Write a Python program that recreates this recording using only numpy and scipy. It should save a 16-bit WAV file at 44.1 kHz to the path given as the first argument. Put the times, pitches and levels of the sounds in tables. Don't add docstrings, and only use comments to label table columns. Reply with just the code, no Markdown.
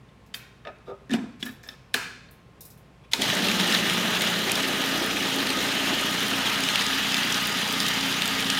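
import sys
import numpy as np
from scipy import signal
from scipy.io import wavfile
from scipy.ndimage import uniform_filter1d

SR = 44100
rng = np.random.default_rng(int(sys.argv[2]) if len(sys.argv) > 2 else 0)


def inscribe(sig):
    pcm = np.round(np.clip(np.atleast_2d(sig).T, -1, 1) * 32767)
    wavfile.write(sys.argv[1], SR, pcm.astype(np.int16))


def boost_factor(decibels):
    exponent = np.asarray(decibels, float) / 20
    return 10 ** exponent


N = 378819
T = np.arange(N) / SR
START_S, SPIN_UP_S = 3.14, 0.12


def evened(x):
    return x / np.sqrt(np.mean(x ** 2) + 1e-20)


def read(points, hz):
    f, value = np.transpose(points)
    return np.interp(np.log(hz + 1), np.log(f + 1), value)


def add(mix, start_s, sound):
    part = mix[round(start_s * SR):][:len(sound)]
    part += sound[:len(part)]


def add_peak(mix, start_s, peak_db, sound):
    add(mix, start_s, boost_factor(peak_db) * sound / abs(sound).max())


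def band(x, lo_hz, hi_hz):
    return signal.sosfilt(signal.butter(2, [lo_hz, hi_hz], "band", fs=SR, output="sos"), x)


def fade(count, t60_s):
    return boost_factor(-60 * np.arange(count) / SR / t60_s)


def pulse(count, t60_s, rise_t60_s):
    return fade(count, t60_s) * (1 - fade(count, rise_t60_s))


def drift(rate_hz):
    step = 16
    a, b = rng.standard_normal((N // step + 2, 2)).T
    z = signal.lfilter([1], [1, -np.exp(-2 * np.pi * rate_hz * step / SR)], a + 1j * b)
    return np.interp(np.arange(N) / step, np.arange(len(z)), z) / np.sqrt(np.mean(abs(z) ** 2))


def wavering(strength, cycles, rms_db=0):
    return boost_factor(rms_db) * np.sqrt(2) * (strength * np.exp(2j * np.pi * cycles)).real


def hiss(field_db, size):
    frames, hz = 4 * N // size + 5, np.fft.rfftfreq(size, 1 / SR)
    a, b = rng.standard_normal((frames, len(hz), 2)).T
    z = (a + 1j * b) * boost_factor(field_db(np.arange(frames) * size / 4 / SR, hz[:, None]))
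    return signal.istft(z, nperseg=size, noverlap=3 * size // 4)[1][:N]


# frequency in Hz, t60 in s.
ROOM_DECAY = [(200, 1), (600, 0.37), (1500, 0.7), (4000, 0.7), (7000, 0.6), (12000, 0.36)]


def echoes():
    hz, t, z = signal.stft(rng.standard_normal(SR // 2), SR, nperseg=256)
    decay = boost_factor(-60 * t / read(ROOM_DECAY, hz)[:, None])
    tail = signal.istft(z * decay, SR, nperseg=256)[1][:SR // 2]
    return tail * (1 - fade(len(tail), 0.0026))


# frequency in Hz, relative level in dB, longest t60 in s.
BOWL_MODES = [(232.4, -5.5, 0.19), (254.3, 5.5, 0.085), (297, -2.5, 0.074), (346, 1.5, 0.043),
              (408, -1, 0.29), (474, 15.5, 0.037), (590, 9, 0.024), (696, 23.5, 0.015), (880, 1, 0.055),
              (1180, -7.5, 0.061), (1240, 5.5, 0.23), (1627, -11, 0.044), (1716, -9.5, 0.074),
              (1770, -6, 0.12), (2340, -5, 0.026), (2517, 0, 0.025), (3020, 12, 0.0098),
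              (3236, -0.5, 0.036), (3600, 10, 0.025), (3850, 5.5, 0.017), (4150, -7, 0.03),
              (4660, -4.5, 0.034), (5300, 0.5, 0.033)]


def struck(favoured_hz, count=SR // 3):
    max_cycles = 110
    hz, db, t60_s = np.transpose(BOWL_MODES)[:, :, None]
    t60_s = np.minimum(t60_s, max_cycles / hz)
    t = np.arange(count) / SR
    strength, tuning = rng.standard_normal((2, len(BOWL_MODES), 1))
    near = np.exp(-(np.log(hz / favoured_hz) / 0.091) ** 2)
    swell = 1 - np.exp(-t * hz / 2.33)
    level_db = db + 2.0 * strength + 19 * near - 60 * t / t60_s
    return swell * boost_factor(level_db) * np.sin(2 * np.pi * hz * (1 + 0.024 * tuning) * t)


PART_EDGES = [150, 380, 1350, 2800, 5800, 16000]


def part_modes(modes, k):
    part_of = np.digitize(np.transpose(BOWL_MODES)[0], PART_EDGES) - 1
    return modes[part_of == k].sum(0)


def part_noise(x, k):
    None
    tilted = signal.lfilter([1], [1, -0.55], x)
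    return (-1) ** k * band(tilted, *PART_EDGES[k:k + 2])


PART_MIDDLES = [720, 1950, 4000, 9600]


def shares(db, favoured_hz, below_db_per_octave, above_db_per_octave):
    octaves = np.log2(np.array(PART_MIDDLES) / favoured_hz)
    fall = np.where(octaves < 0, -below_db_per_octave * octaves, above_db_per_octave * octaves)
    return list(db - fall + fall.min())


# frequency in Hz, relative density in dB per Hz.
AIR_COLOUR = [(25, -23.5), (45, -4.5), (60, -21.5), (120, 3), (160, -4.5), (200, -5), (300, -13),
              (450, -11.5), (600, -16), (1070, -19.5), (1500, -22.5), (2500, -24), (5000, -34.5),
              (10000, -43), (16000, -52)]
# frequency in Hz, wavering in Hz, level in dB.
AIR_HUMS = [(60.2, 11, -62), (1063, 0.92, -70)]


def air():
    rumble = evened(hiss(lambda t, hz: read(AIR_COLOUR, hz), size=2048))
    hums = [wavering(1 + 0.21 * drift(waver_hz), hz * T, db) for hz, waver_hz, db in AIR_HUMS]
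    return boost_factor(-53) * rumble + sum(hums)


# start in seconds, peak in dB, larger hoops in dB over their zone level.
BANGLE_HITS = [(.262, -57, 0), (0.344, -32.5, -6), (1.427, -34.5, 9), (1.454, -33, -5), (1.5094, -46, -8),
               (1.632, -42, 9), (1.674, -47, -12), (2.31, -47, -20), (2.607, -34.5, -6.5),
               (2.6504, -36, -9), (2.702, -43, -5), (2.7741, -51, -10)]
# middle in Hz, width in Hz, relative level in dB.
BANGLE_ZONES = [(4000, 700, 3), (5370, 1100, 7), (7100, 1700, 6.5), (9700, 3200, 2.5), (11900, 2500, 6.5),
                (14400, 2200, 5)]


def bangles():
    out, count = np.zeros(N), SR // 4
    t = np.arange(count) / SR
    for start_s, peak_db, large_db in BANGLE_HITS:
        sound = np.zeros(count)
        for hz, width_hz, zone_db in BANGLE_ZONES:
            place, phase = rng.random((2, 3, 1))
            tones = np.sin(2 * np.pi * ((hz + width_hz * (place - 0.5)) * t + phase)).sum(0)
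            noise = band(rng.standard_normal(count), hz - width_hz / 2, hz + width_hz / 2)
            zone = evened(noise) + boost_factor(-8) * evened(tones)
            zone_db = zone_db + large_db * (hz < 8500)
            sound += boost_factor(zone_db) * zone * fade(count, t60_s=0.17)
        add_peak(out, start_s, peak_db, sound)
    return out


# start in seconds, length in seconds, level in dB, favoured mode in Hz,
# fall in dB per octave away from it, ringing in dB over the rasp.
LID_SCRAPES = [(0.646, 0.065, -45.5, 620, 8, 15), (0.865, 0.053, -44.5, 439, 19, 12),
               (0.897, 0.053, -48, 580, 24, 18), (0.852, 0.077, -69, 3770, 8, 3),
               (1.109, 0.067, -47, 2300, 7, -13), (1.393, 0.037, -60.5, 4270, 6, -15),
               (1.428, 0.096, -53.5, 1790, 7, 4), (1.628, 0.13, -63, 1750, 2, 3),
               (3.032, 0.028, -67.5, 2520, 10, 6), (3.1124, 0.021, -49, 4500, 5.5, -18)]


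def scrapes():
    out, total = np.zeros(N), SR // 3
    for start_s, length_s, level_db, favoured_hz, fall_db, ring_db in LID_SCRAPES:
        modes = struck(favoured_hz) * fade(total, 0.28)
        count = max(round(length_s * SR), 64)
        drag = np.pad(np.sin(np.pi * np.linspace(0, 1, count) ** 1.04), (0, total - count))
        slips = rng.standard_normal(total) * rng.exponential(1, total) * drag
        for k, db in enumerate(shares(level_db, favoured_hz, fall_db, fall_db), 1):
            rung = signal.fftconvolve(slips, part_modes(modes, k))[:total]
            rasp = part_noise(part_noise(slips, k), k)
            part = rasp / rasp[:count].std() + boost_factor(ring_db) * rung / (rung[:count].std() + 1e-9)
            add(out, start_s, boost_factor(db) * part / np.hypot(1, boost_factor(ring_db)) * 2)
    return out


# start in seconds, peak in dB.
DRY_CLICKS = [(0.34, -27), (.651, -51), (.671, -53), (.786, -54), (1.0948, -41), (1.1065, -35),
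              (1.114, -27), (1.123, -38), (1.1315, -36), (1.1368, -18.5), (1.143, -37), (1.4283, -31),
              (1.9364, -38), (1.9412, -13), (3.1342, -9)]


def clicks():
    out = np.zeros(N)
    for start_s, peak_db in DRY_CLICKS:
        click = band(rng.standard_normal(1200), 2200, 8000)
        add_peak(out, start_s, peak_db, click * pulse(1200, t60_s=0.0057, rise_t60_s=0.0016))
    return out


# start in seconds, level of the loudest upper part in dB,
# favoured mode in Hz, bowl boom peak in dB, reverberation in dB relative to each part.
PLASTIC_KNOCKS = [(0.089, -55, 3600, -70, -25), (.342, -23, 3340, -58, -14.5), (.343, -25, 4600, -58, -22),
                  (0.65, -36.5, 1240, -62, -27), (.653, -46, 3500, -60, -28), (.671, -52, 3650, -63, -28),
                  (0.671, -32.5, 1240, -47, -20), (0.805, -53, 1240, -59, -28), (1.0963, -33.5, 1760, -31, -28),
                  (1.107, -29, 1730, -31, -30), (1.114, -31, 3850, -26, -29), (1.118, -35, 1750, -18.5, -28),
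                  (1.132, -30, 2400, -27, -20), (1.137, -22.5, 3020, -25, -23), (1.14, -21, 696, -15.5, -21),
                  (1.185, -38, 1750, -22.5, -27), (1.239, -51, 1750, -27.5, -26),
                  (1.427, -20, 3170, -28.5, -21), (1.463, -31, 1780, -32, -29), (1.49, -37, 1780, -37, -30),
                  (1.466, -34, 3240, -59, -32), (1.491, -44, 3200, -60, -30), (1.636, -38.5, 1740, -57, -26),
                  (1.665, -45, 1750, -62, -27), (1.688, -28.5, 5300, -64, -14), (1.688, -37.5, 1740, -64, -29),
                  (1.689, -31, 3700, -47, -22), (1.9408, -12, 4150, -44, -11), (1.942, -38.5, 2420, -59, 1),
                  (1.943, -13, 1670, -30.5, -15.5), (2.287, -47, 4150, -56, -18),
                  (3.134, -13, 4170, -43.5, -11), (3.136, -26.5, 880, -49, -16)]
PART_ECHO_DB = [-4, -0.5, -6, -16.5, -6.5]


def knocks():
    crack_db, crack_db_per_db = -4, 0.67
    out = np.zeros(N)
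    for start_s, peak_db, favoured_hz, boom_db, room_db in PLASTIC_KNOCKS:
        upper_db = shares(peak_db, favoured_hz, below_db_per_octave=11, above_db_per_octave=6.5)[:3]
        part_db = [boom_db, *upper_db, upper_db[-1] + crack_db + crack_db_per_db * peak_db]
        modes, tail = struck(favoured_hz), echoes()
        count = modes.shape[1]
        crack = rng.standard_normal(count) * pulse(count, t60_s=0.04, rise_t60_s=0.006)
        for k, db in enumerate(part_db):
            rung = part_modes(modes, k)
            add_peak(out, start_s, db, rung + (0.9 + 0.32 * k) * part_noise(crack, k))
            onset = (rung * fade(count, 0.27))[:2000]
            spread = signal.fftconvolve(tail, onset)[:len(tail)]
            room = evened(part_noise(tail, k)) + 0.9 * evened(spread)
            echo_db = db + room_db + PART_ECHO_DB[k]
            add(out, start_s, boost_factor(echo_db) * room / room[:SR // 20].std())
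    return out


def switch():
    out, lo_hz, hi_hz = np.zeros(N), 1980, 4600
    clack = band(band(rng.standard_normal(2000), lo_hz, hi_hz), lo_hz, hi_hz)
    add_peak(out, 3.1332, -7.5, clack * pulse(2000, t60_s=0.026, rise_t60_s=0.0049))
    return out


# multiple of the pull, multiple of the shaft, level in dB while whole peas jolt the blade,
# level in dB once they are paste, unsteady share, wavering in Hz.
MOTOR_ORDERS = [(0, 2, -72, -57.5, 0.14, 4.4), (1, -1, -69, -62, .2, 4), (1, 0, -53, -50.5, 0.19, 4),
                (1, 1, -52, -50, .2, 3.6), (1, 2, -36.5, -45.5, 0.36, 3.9), (2, -1.5, -37, -48, 0.95, 4.8),
                (2, -1, -40.5, -43, 0.17, 8.9), (2, -.5, -37.5, -60, 0.88, 5.2),
                (2, 0, -62, -49.5, 0.54, 6), (2, .5, -52, -54, 0.33, 5.4), (2, 1, -56, -37.5, .6, 6),
                (2, 2, -66, -58, 0.77, 6.9), (2, 3, -56, -56, 0.64, 3.9), (2, 5, -45.5, -53, 1.2, 10.4),
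                (2, 7, -50, -47.5, 1, 17)]
# time in seconds, share from 0 to 1.
WHOLE_PEAS = [(3.19, 0), (3.4, 0.9), (3.65, 1), (4.2, 0.8), (4.6, 0.18), (5.5, 0.02), (8.59, 0.05)]


def motor():
    shaft_hz, pull_hz = 29.05, 120
    throb_db, throb_hz = 2.36, 5.4
    spin = np.clip((T - START_S) / SPIN_UP_S, 0, 1)
    turns = np.cumsum(shaft_hz * (1 - 0.3 * (1 - spin) ** 2)) / SR
    whole = np.interp(T, *np.transpose(WHOLE_PEAS))
    lurch_db = 12.5 * np.exp(-((T - 3.29) / 0.032) ** 2)
    out = np.zeros(N)
    for pull, shaft, whole_db, paste_db, loose, waver_hz in MOTOR_ORDERS:
        throb = uniform_filter1d(drift(throb_hz).real, size=1500)
        level_db = paste_db + whole * (whole_db - paste_db) + throb_db * throb
        if pull == 1 and shaft < 2:
            level_db += lurch_db
        shake = np.sqrt(1 - min(loose, 1) ** 2) + loose * drift(waver_hz)
        out += wavering(shake, pull * pull_hz * T + shaft * turns, level_db)
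    return np.sqrt(spin) * out


def grains(per_s, fall_s):
    strength = boost_factor(3.5 * np.minimum(rng.exponential(1, N), 3))
    hits = (rng.random(N) < per_s / SR) * strength
    return signal.lfilter([1], [1, -np.exp(-1 / (fall_s * SR))], hits)


def patches(bins, frames, shape):
    return evened(uniform_filter1d(uniform_filter1d(rng.standard_normal(shape), bins, 0), frames, 1))


# time in seconds, level in dB, low slosh in dB, played relative to its median.
CHURN_LEVELS = [(3.14, -46, -10), (3.15, -44, 4), (3.18, -46, 16), (3.205, -33.5, 5.5), (3.23, -26.5, -9),
                (3.35, -28, 0.5), (3.7, -27, -2), (3.73, -22.5, -4), (3.82, -27.5, -3.5),
                (4.7, -28.5, -3.5), (5.46, -28.5, -0.5), (6.8, -27.5, -12.5), (8.41, -28.5, -13),
                (8.59, -27.5, -12)]
# frequency in Hz, relative density in dB per Hz.
ROAR_COLOUR = [(100, -34), (165, -29), (200, -6), (330, -2), (500, -9), (620, -4.5), (740, -9.5), (860, -6),
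               (1000, -10.5), (1700, -5), (2300, -7.5), (3100, -3.5), (4150, -8), (4450, -13), (6800, -16),
               (8000, -23.5), (9500, -21.5), (12000, -28), (14000, -22), (16000, -36.5)]
# frequency in Hz, width in Hz,
# level in dB at the median churn level, time grown in seconds.
PASTE_RINGS = [(1240, 23, -42, 3.5), (1826, 110, -36, 11), (2907, 35, -42.5, 3.5), (4786, 43, -43.5, 6.8)]


def churn():
    s, level_db, slosh_db = np.transpose(CHURN_LEVELS)

    def field_db(t, hz):
        shape = len(hz), len(t)
        low = np.clip(np.log2(900 / (hz + 1)), 0, 1)
        tilt = low * np.interp(t, s, slosh_db - np.median(slosh_db))
        uneven = 1.2 * patches(20, 5, shape) + 0.81 * patches(9, 28, shape)
        flicker = 1.4 * rng.standard_normal(len(t)) * (1 - low)
        return read(ROAR_COLOUR, hz) + tilt + uneven + flicker

    roar = hiss(field_db, size=1024)
    roar /= band(roar, 1500, 6000).std()
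    grit = 0.38 * grains(per_s=150, fall_s=0.00073) * band(roar, 4600, 19000)
    grit += 0.15 * grains(per_s=220, fall_s=0.0006) * band(roar, 900, 7000)
    rings = np.zeros(N)
    for hz, width_hz, db, grown_s in PASTE_RINGS:
        swell_db = 1.5 * drift(2.5).real
        growth_db = 6.9 * np.tanh(np.minimum(T - grown_s, 0) / 0.35)
        ring_db = db - np.median(level_db) + swell_db + growth_db
        rings += wavering(drift(width_hz / 2), hz * T, ring_db)
    return boost_factor(np.interp(T, s, level_db, left=-120)) * (roar + grit + rings)


def scatter(count, db):
    when, size = rng.random((count, 2)).T
    first_s = START_S + SPIN_UP_S
    return list(zip(first_s + when * (N / SR - first_s), db - 11.5 * np.log(size + 0.51)))


# start in seconds, peak in dB, pitch of the knock in Hz.
FLUNG_PEAS = [(3.2196, -11, 3150), (3.22, -15.5, 6000), (3.28, -24, 6040), (3.3006, -12, 2830),
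              (3.351, -19.5, 6300), (3.4851, -12, 3070), (3.5985, -13, 2100), (3.7241, -10, 3700),
              (3.748, -11, 3360), (3.787, -16, 2400), (3.8975, -9, 3000), (4.22, -15, 3000),
              (4.4957, -14, 2420), (4.5548, -12.5, 4250), (5.1688, -15, 2580), (5.3861, -17, 4500),
              (6.5582, -15, 3220), (6.6874, -11, 2930), (6.7568, -7, 2880), (6.82, -17, 4730),
              (7.1057, -17.5, 3400), (7.1432, -6, 3670), (7.168, -15, 3400), (7.3232, -16, 5600),
              (7.5257, -21.5, 5000), (7.615, -20, 1790), (7.8014, -12, 4400), (7.831, -18, 3460),
              (7.8647, -17, 4500), (8.0091, -17, 4500), (8.22, -10.5, 3400), (8.2565, -12, 1990),
              (8.3494, -16.5, 3300), (8.425, -14, 3340), (8.5005, -13.5, 5550), (8.5007, -9, 3000)]
# start in seconds, peak in dB.
SPATTER_TICKS = [(3.2167, -16), (4.0, -26), (4.22, -14), (4.5183, -7), (4.5537, -23), (4.6849, -19),
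                 (6.2055, -20), (6.2319, -20), (6.606, -16), (6.7557, -23), (7.1802, -22), (7.4716, -16),
                 (7.6881, -24), (7.726, -13), (7.8298, -20.5), (7.8677, -25), (7.8861, -15), (8.2565, -22),
                 (8.2777, -15), (8.405, -18)]


def peas():
    out, spread = np.zeros(N), 1.36
    small = [(s, db, rng.uniform(1990, 5350)) for s, db in scatter(count=45, db=-19.5)]
    for start_s, peak_db, hz in list(FLUNG_PEAS) + small:
        modes = struck(hz, count=2000)[11:].sum(0)
        noise = rng.standard_normal(2000)
        knock = 0.99 * modes / abs(modes).max()
        knock += 0.57 * evened(band(noise, hz / spread, hz * spread))
        knock += 0.5 * band(noise, 2100, 8800)
        add_peak(out, start_s, peak_db, knock * pulse(2000, t60_s=0.017, rise_t60_s=0.0022))
    for start_s, peak_db in list(SPATTER_TICKS) + scatter(count=80, db=-27.5):
        tick = band(rng.standard_normal(1500), 3000, 14800)
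        add_peak(out, start_s, peak_db, tick * pulse(1500, t60_s=0.003, rise_t60_s=0.0038))
    return out


def scene():
    light, tail = scrapes() + clicks() + switch() + bangles() + peas(), echoes()
    room = signal.fftconvolve(light, tail / np.linalg.norm(tail))[:N]
    return (air() + knocks() + light + boost_factor(-12) * room + motor() + churn())[None]


def top_cut(x):
    return signal.sosfilt(signal.butter(12, 16500, fs=SR, output="sos"), x)


def record(dry):
    edge_hz = 16250
    thin = signal.sosfilt(signal.butter(3, 42, "high", fs=SR, output="sos"), dry)
    low_pass = signal.firwin(511, edge_hz, window=("kaiser", 9), fs=SR)
    limited = signal.oaconvolve(thin, low_pass[None], "same")
    return top_cut(limited)


dry = scene()
out = record(dry)
inscribe(out)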